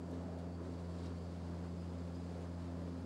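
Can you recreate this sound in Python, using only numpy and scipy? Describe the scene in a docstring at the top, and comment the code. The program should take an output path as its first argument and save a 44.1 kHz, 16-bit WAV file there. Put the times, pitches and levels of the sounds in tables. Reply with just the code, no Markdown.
"""Inside a propeller airliner in flight, at a window beside the engine.
From the start the blades beat a steady low hum into the cabin over the rush of air along the fuselage
and a faint turbine whine; the microphone flattens the crest of each blade pulse.
Two tiny ticks sound close by at 0.1 and 0.4 s, then a brief rub just after 1 s.
Hum, airflow and whine carry on to the end."""
import sys
import numpy as np
from scipy import signal
from scipy.io import wavfile

SR = 44100
rng = np.random.default_rng(int(sys.argv[2]) if len(sys.argv) > 2 else 0)


def generate_wav(signal):
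    """Clip the signal to [-1, 1] and save it as 16-bit WAV at the path in sys.argv[1]."""
    frames = np.transpose(np.atleast_2d(signal))
    scaled = np.clip(frames, -1, 1) * 32767
    pcm = np.round(scaled).astype(np.int16)
    wavfile.write(sys.argv[1], SR, pcm)


N = 134505
TIME_S = np.arange(N) / SR


def from_db(db):
    """Decibels to gain."""
    return 10 ** (np.asarray(db) / 20)


def unit_rms(x):
    """Scale to unit power."""
    return x / np.sqrt(np.mean(x ** 2) + 1e-20)


def swing_db(curve):
    """Level curve about its own mean."""
    db = np.interp(TIME_S, *np.transpose(curve))
    return db - db.mean()


def drift(rate_hz):
    """Smooth random signal, unit RMS, changing about rate_hz times a second."""
    hop, warmup = 40, 2000
    pole = np.exp(-2 * np.pi * hop * rate_hz / SR)
    white = rng.standard_normal(N // hop + warmup + 2)
    slow = signal.lfilter([1], [1, -2 * pole, pole * pole], white)[warmup:]
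    return np.interp(np.arange(N) / hop, np.arange(len(slow)), unit_rms(slow))


def band_noise(spectrum, flicker_db, flicker_hz):
    """Third-octave noise bands, each flickering separately; unit RMS overall."""
    hz, db = np.transpose(spectrum)
    edges_hz = 22 * 2 ** (np.arange(30) / 3)
    white = rng.standard_normal((2, N + SR // 4))
    out = 0
    for k, (low, high) in enumerate(zip(edges_hz, edges_hz[1:])):
        centre_hz = np.sqrt(low * high)
        flicker = drift(flicker_hz)
        if hz[0] / 2 < centre_hz < hz[-1] * 2:
            bandpass = signal.butter(2, [low, high], "band", fs=SR, output="sos")
            band = signal.sosfilt(bandpass, white[k % 2])[-N:]
            band_db = np.interp(np.log(centre_hz), np.log(hz), db)
            out = out + band * from_db(band_db + flicker_db * flicker)
    return unit_rms(out)


def high_pass(x, hz):
    """First-order bass cut."""
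    return signal.sosfilt(signal.butter(1, hz, "high", fs=SR, output="sos"), x)


# Blade harmonics, fundamental first: level/dB, flutter/fraction of amplitude
BLADE_HARMONICS = [(-46, 0.017), (-49, 0.026), (-54.5, 0.28), (-67.5, 0.087), (-72, 0.43), (-70, 0.3)]
# Swell of harmonics 1-3, before centring and scaling: t/s, level 1/dB, level 2/dB, level 3/dB
BLADE_SWELL = [(0.03, -51, -51.5, -55), (0.16, -47, -50.5, -44), (0.28, -50.5, -49.5, -57),
               (0.36, -47.5, -52, -54.5), (0.5, -50, -50, -56.5), (0.65, -48.5, -52.5, -52),
               (0.82, -49, -50.5, -56), (0.9, -46, -48.5, -60), (0.94, -47, -51, -54),
               (1.08, -46, -48.5, -57), (1.23, -48, -51.5, -58), (1.39, -49.5, -50, -56),
               (1.42, -48.5, -52.5, -66), (1.46, -46.5, -48.5, -54.5), (1.7, -48, -49, -58),
               (1.86, -48, -49.5, -58.5), (2.0, -47, -51.5, -54), (2.05, -45.5, -48, -63),
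               (2.08, -47.5, -49.5, -54), (2.26, -48.5, -49.5, -52.5), (2.67, -47, -51.5, -54),
               (2.85, -47, -47.5, -55.5), (2.93, -49, -53, -54.5)]

def propeller(blade_hz=86.4, wander_hz=0.075, flutter_hz=7.2, pulse_duty=0.27, swell_scale=0.91):
    """One pressure pulse per passing blade; turbulence shakes the upper harmonics most."""
    phase = 2 * np.pi * np.cumsum(blade_hz + wander_hz * drift(0.5)) / SR
    out = 0
    for k, (db, flutter) in enumerate(BLADE_HARMONICS, 1):
        shake = 1 + flutter * (drift(flutter_hz) + 1j * drift(flutter_hz))
        swell_db = swell_scale * swing_db(np.array(BLADE_SWELL)[:, [0, k]]) if k <= 3 else 0
        polarity = np.sign(np.sinc(k * pulse_duty))  # as in a flat-topped pulse
        amplitude = np.sqrt(2) * from_db(db + swell_db)
        out = out + polarity * amplitude * np.real(shake * np.exp(1j * k * phase))
    return out


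# Rumble spectrum: f/Hz, relative density/dB
RUMBLE_SPECTRUM = [(25, -21), (45, -18), (65, -9.5), (105, 1), (140, -1.5), (200, 3), (280, 0.5), (340, -3),
                   (450, -9.5), (600, -22)]
# Rumble envelope: t/s, relative level/dB
RUMBLE_ENVELOPE = [(0, -2.5), (.15, -2), (.3, 2), (.5, -3), (.66, -0.5), (.88, -4.5), (1.0, 2), (1.2, 0.2),
                   (1.8, -1), (2.4, -1.5), (3.05, 1)]

def airflow_rumble(level_db=-54):
    """Deepest, lumpy part of the airflow, heard through the cabin wall."""
    gain = from_db(level_db + swing_db(RUMBLE_ENVELOPE))
    return gain * band_noise(RUMBLE_SPECTRUM, flicker_db=1, flicker_hz=4.5)


# Low and hollow roar spectra: f/Hz, relative density/dB
LOW_SPECTRUM = [(220, -11.5), (310, -1), (390, -1), (480, -1.5), (620, -12), (850, -30.5)]
HOLLOW_SPECTRUM = [(350, -19), (490, -7.5), (620, 0), (780, -7), (950, -18.5), (1200, -27)]
# Low and hollow roar envelopes: t/s, relative level/dB
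LOW_ENVELOPE = [(0, 1), (.08, 1.5), (.15, 5), (.21, 2.5), (.28, -2), (.35, 2.5), (.46, 2.5), (.58, -1.5),
                (.65, 5), (.76, 2.3), (.88, -1), (.98, -1), (1.12, 1.5), (1.31, -2.5), (1.5, -2), (1.7, -2),
                (2.25, -2.5), (2.38, 3.7), (2.46, -1), (2.51, -2.5), (2.66, -3), (2.77, 0), (3.05, -1.5)]
HOLLOW_ENVELOPE = [(0, -2.5), (.14, 4.5), (.19, 3.5), (.26, 5), (.39, 2), (.49, 4.5), (.58, -3.5),
                   (.8, 0.5), (.97, -1.8), (1.3, -1.5), (1.42, -1.5), (1.65, 2), (1.73, -1), (1.87, -4.5),
                   (1.97, 2.5), (2.2, -0.5), (2.38, 0.7), (2.68, 0), (2.84, -0.5), (3.05, -3)]

def airflow_roar(low_db=-56, hollow_db=-59.5):
    """Roar of the airflow: a low and a higher, hollow register surge separately."""
    low = band_noise(LOW_SPECTRUM, flicker_db=0.4, flicker_hz=4)
    hollow = band_noise(HOLLOW_SPECTRUM, flicker_db=0.5, flicker_hz=8.2)
    low_gain = from_db(low_db + swing_db(LOW_ENVELOPE))
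    hollow_gain = from_db(hollow_db + swing_db(HOLLOW_ENVELOPE))
    return low_gain * low + hollow_gain * hollow


# Rush spectrum: f/Hz, relative density/dB
RUSH_SPECTRUM = [(400, 0), (700, -0.5), (950, 5), (1150, 3), (1400, -4), (1600, -5), (2000, -16.5),
                 (2600, -23), (4000, -51)]
# Rush envelope: t/s, relative level/dB
RUSH_ENVELOPE = [(0, 1), (.17, -0.5), (.4, 0), (.5, -4.5), (.59, -0.5), (.7, -2), (.88, 0.5), (1.05, 1),
                 (1.35, -1), (1.54, 2), (1.67, -1), (1.75, -3.3), (1.97, -0.5), (2.14, -1), (2.23, -3.5),
                 (2.4, 1.3), (2.5, 0.5), (2.7, 1), (2.85, 1.2), (3.05, -0.5)]

def airflow_rush(level_db=-62.5, tremble_db=1.22):
    """Midrange of the airflow, trembling slightly."""
    gain = from_db(level_db + swing_db(RUSH_ENVELOPE) + tremble_db * drift(8.8))
    return gain * band_noise(RUSH_SPECTRUM, flicker_db=0.1, flicker_hz=7.1)


# Hiss spectrum: f/Hz, relative density/dB
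HISS_SPECTRUM = [(1200, 7), (2200, 3.5), (3000, 2), (4100, 3), (5200, -2.5), (6000, -3), (7800, -5),
                 (9000, -12), (11300, -15), (12500, -29), (14000, -19)]
# Hiss envelope: t/s, relative level/dB
HISS_ENVELOPE = [(0, -11), (.15, 2), (.25, -4.5), (.45, 0), (.49, -7), (.57, -9), (.66, 1.5), (.85, -0.5),
                 (1.0, 2.5), (1.3, 0), (1.5, 1.8), (1.67, 0.5), (1.74, -1), (1.85, 0.5), (2.2, 0.5),
                 (2.42, 2.5), (2.49, -2), (2.7, -0.5), (3.05, 0)]

def airflow_hiss(level_db=-70, tremble_db=1.36):
    """Bright hiss of the air along the fuselage."""
    gain = from_db(level_db + swing_db(HISS_ENVELOPE) + tremble_db * drift(24))
    return gain * band_noise(HISS_SPECTRUM, flicker_db=0.5, flicker_hz=2.6)


# Rub and brush spectra: f/Hz, relative density/dB
RUB_SPECTRUM = [(1000, -1), (2000, -3), (2800, 0), (3500, -1), (4500, 5), (6000, -9), (8500, -11),
                (10500, -28), (15000, -45)]
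BRUSH_SPECTRUM = [(1500, -2), (5000, 0.5), (6200, -6), (8200, -2), (11000, -20), (14000, -30)]

def rub(peak_s=1.054, width_s=0.028, rub_db=-63.5, brush_db=-70, rise_s=0.1, fall_s=0.06):
    """A soft, grainy rub swells and dies inside a fainter, longer brush."""
    offset_s = TIME_S - peak_s
    rub_gain = np.exp(-(offset_s / width_s) ** 2) * from_db(rub_db + 0.79 * drift(90))
    grain = band_noise(RUB_SPECTRUM, flicker_db=2, flicker_hz=30)
    slope_s = np.where(offset_s < 0, rise_s, fall_s)
    brush_gain = np.exp(-np.abs(offset_s) / slope_s) * from_db(brush_db)
    brush = band_noise(BRUSH_SPECTRUM, flicker_db=-1.5, flicker_hz=39)
    return rub_gain * grain + brush_gain * brush


# Tick onsets: t/s, level/dB
TICK_ONSETS = [(.112, -64), (0.388, -67)]
# Tick spectrum: f/Hz, relative density/dB
TICK_SPECTRUM = [(1500, -27), (4000, 6), (10000, 0), (12500, -9), (15000, -28)]

def ticks(decay_s=0.0063):
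    """Two light ticks near the microphone: bright noise, instant attack, fast decay."""
    gain = 0
    for onset_s, db in TICK_ONSETS:
        age_s = TIME_S - onset_s
        gain = gain + from_db(db) * (age_s >= 0) * np.exp(-np.abs(age_s) / decay_s)
    return gain * band_noise(TICK_SPECTRUM, flicker_db=3, flicker_hz=30)


# Turbine whines: f/Hz, width/Hz, level/dB, peak t/s, fade either side/(dB/s)
TURBINE_WHINES = [(4545, 180, -77.5, 0.82, 2.5), (4990, 110, -78.5, 2.05, 5.5), (4720, 1100, -79.5, 2.1, 1),
                  (7540, 620, -84.5, 0.67, 1)]

def turbine(waver_db=1.9):
    """Turbine whine: narrow, unsteady whistles, each swelling and fading slowly."""
    out = 0
    for hz, width_hz, db, peak_s, fade_db_per_s in TURBINE_WHINES:
        blur = drift(width_hz / 2) + 1j * drift(width_hz / 2)
        gain = from_db(db - fade_db_per_s * np.abs(TIME_S - peak_s) + waver_db * drift(4))
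        out = out + gain * np.real(blur * np.exp(2j * np.pi * hz * TIME_S))
    return out


def scene():
    """Sum at the window seat, mono."""
    cabin = propeller() + airflow_rumble() + airflow_roar() + airflow_rush() + airflow_hiss()
    return (cabin + turbine() + rub() + ticks())[None]


# Microphone self-noise spectrum: f/Hz, relative density/dB
MIC_NOISE_SPECTRUM = [(1500, 5), (3000, 3.5), (5000, 1), (6200, 0), (7800, -4), (9000, -6.5), (11300, -9.5),
                      (12500, -20), (14000, -28)]

def record(dry):
    """The microphone cuts bass, flattens crests, hisses and loses treble; camera electronics whistle."""
    low_cut_hz, dc_block_hz, treble_edge_hz, cutoff_hz = 56, 10, 12740, 17000
    crest_limit, knee = 0.013, 6.5
    noise_db, whistle_db, whistle_hz = -72, -101, 15625
    thinned = high_pass(dry, low_cut_hz)
    overdrive = np.maximum(thinned, 0) / crest_limit  # positive crests only
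    flattened = thinned / (1 + overdrive ** knee) ** (1 / knee)
    self_noise = from_db(noise_db) * band_noise(MIC_NOISE_SPECTRUM, flicker_db=0.5, flicker_hz=12)
    noisy = high_pass(flattened, dc_block_hz) + self_noise
    dulled = signal.sosfilt(signal.butter(10, treble_edge_hz, fs=SR, output="sos"), noisy)
    whistle = np.sqrt(2) * from_db(whistle_db) * np.sin(2 * np.pi * whistle_hz * TIME_S)
    return signal.sosfilt(signal.cheby2(12, 60, cutoff_hz, fs=SR, output="sos"), dulled + whistle)


dry = scene()
out = record(dry)
generate_wav(out)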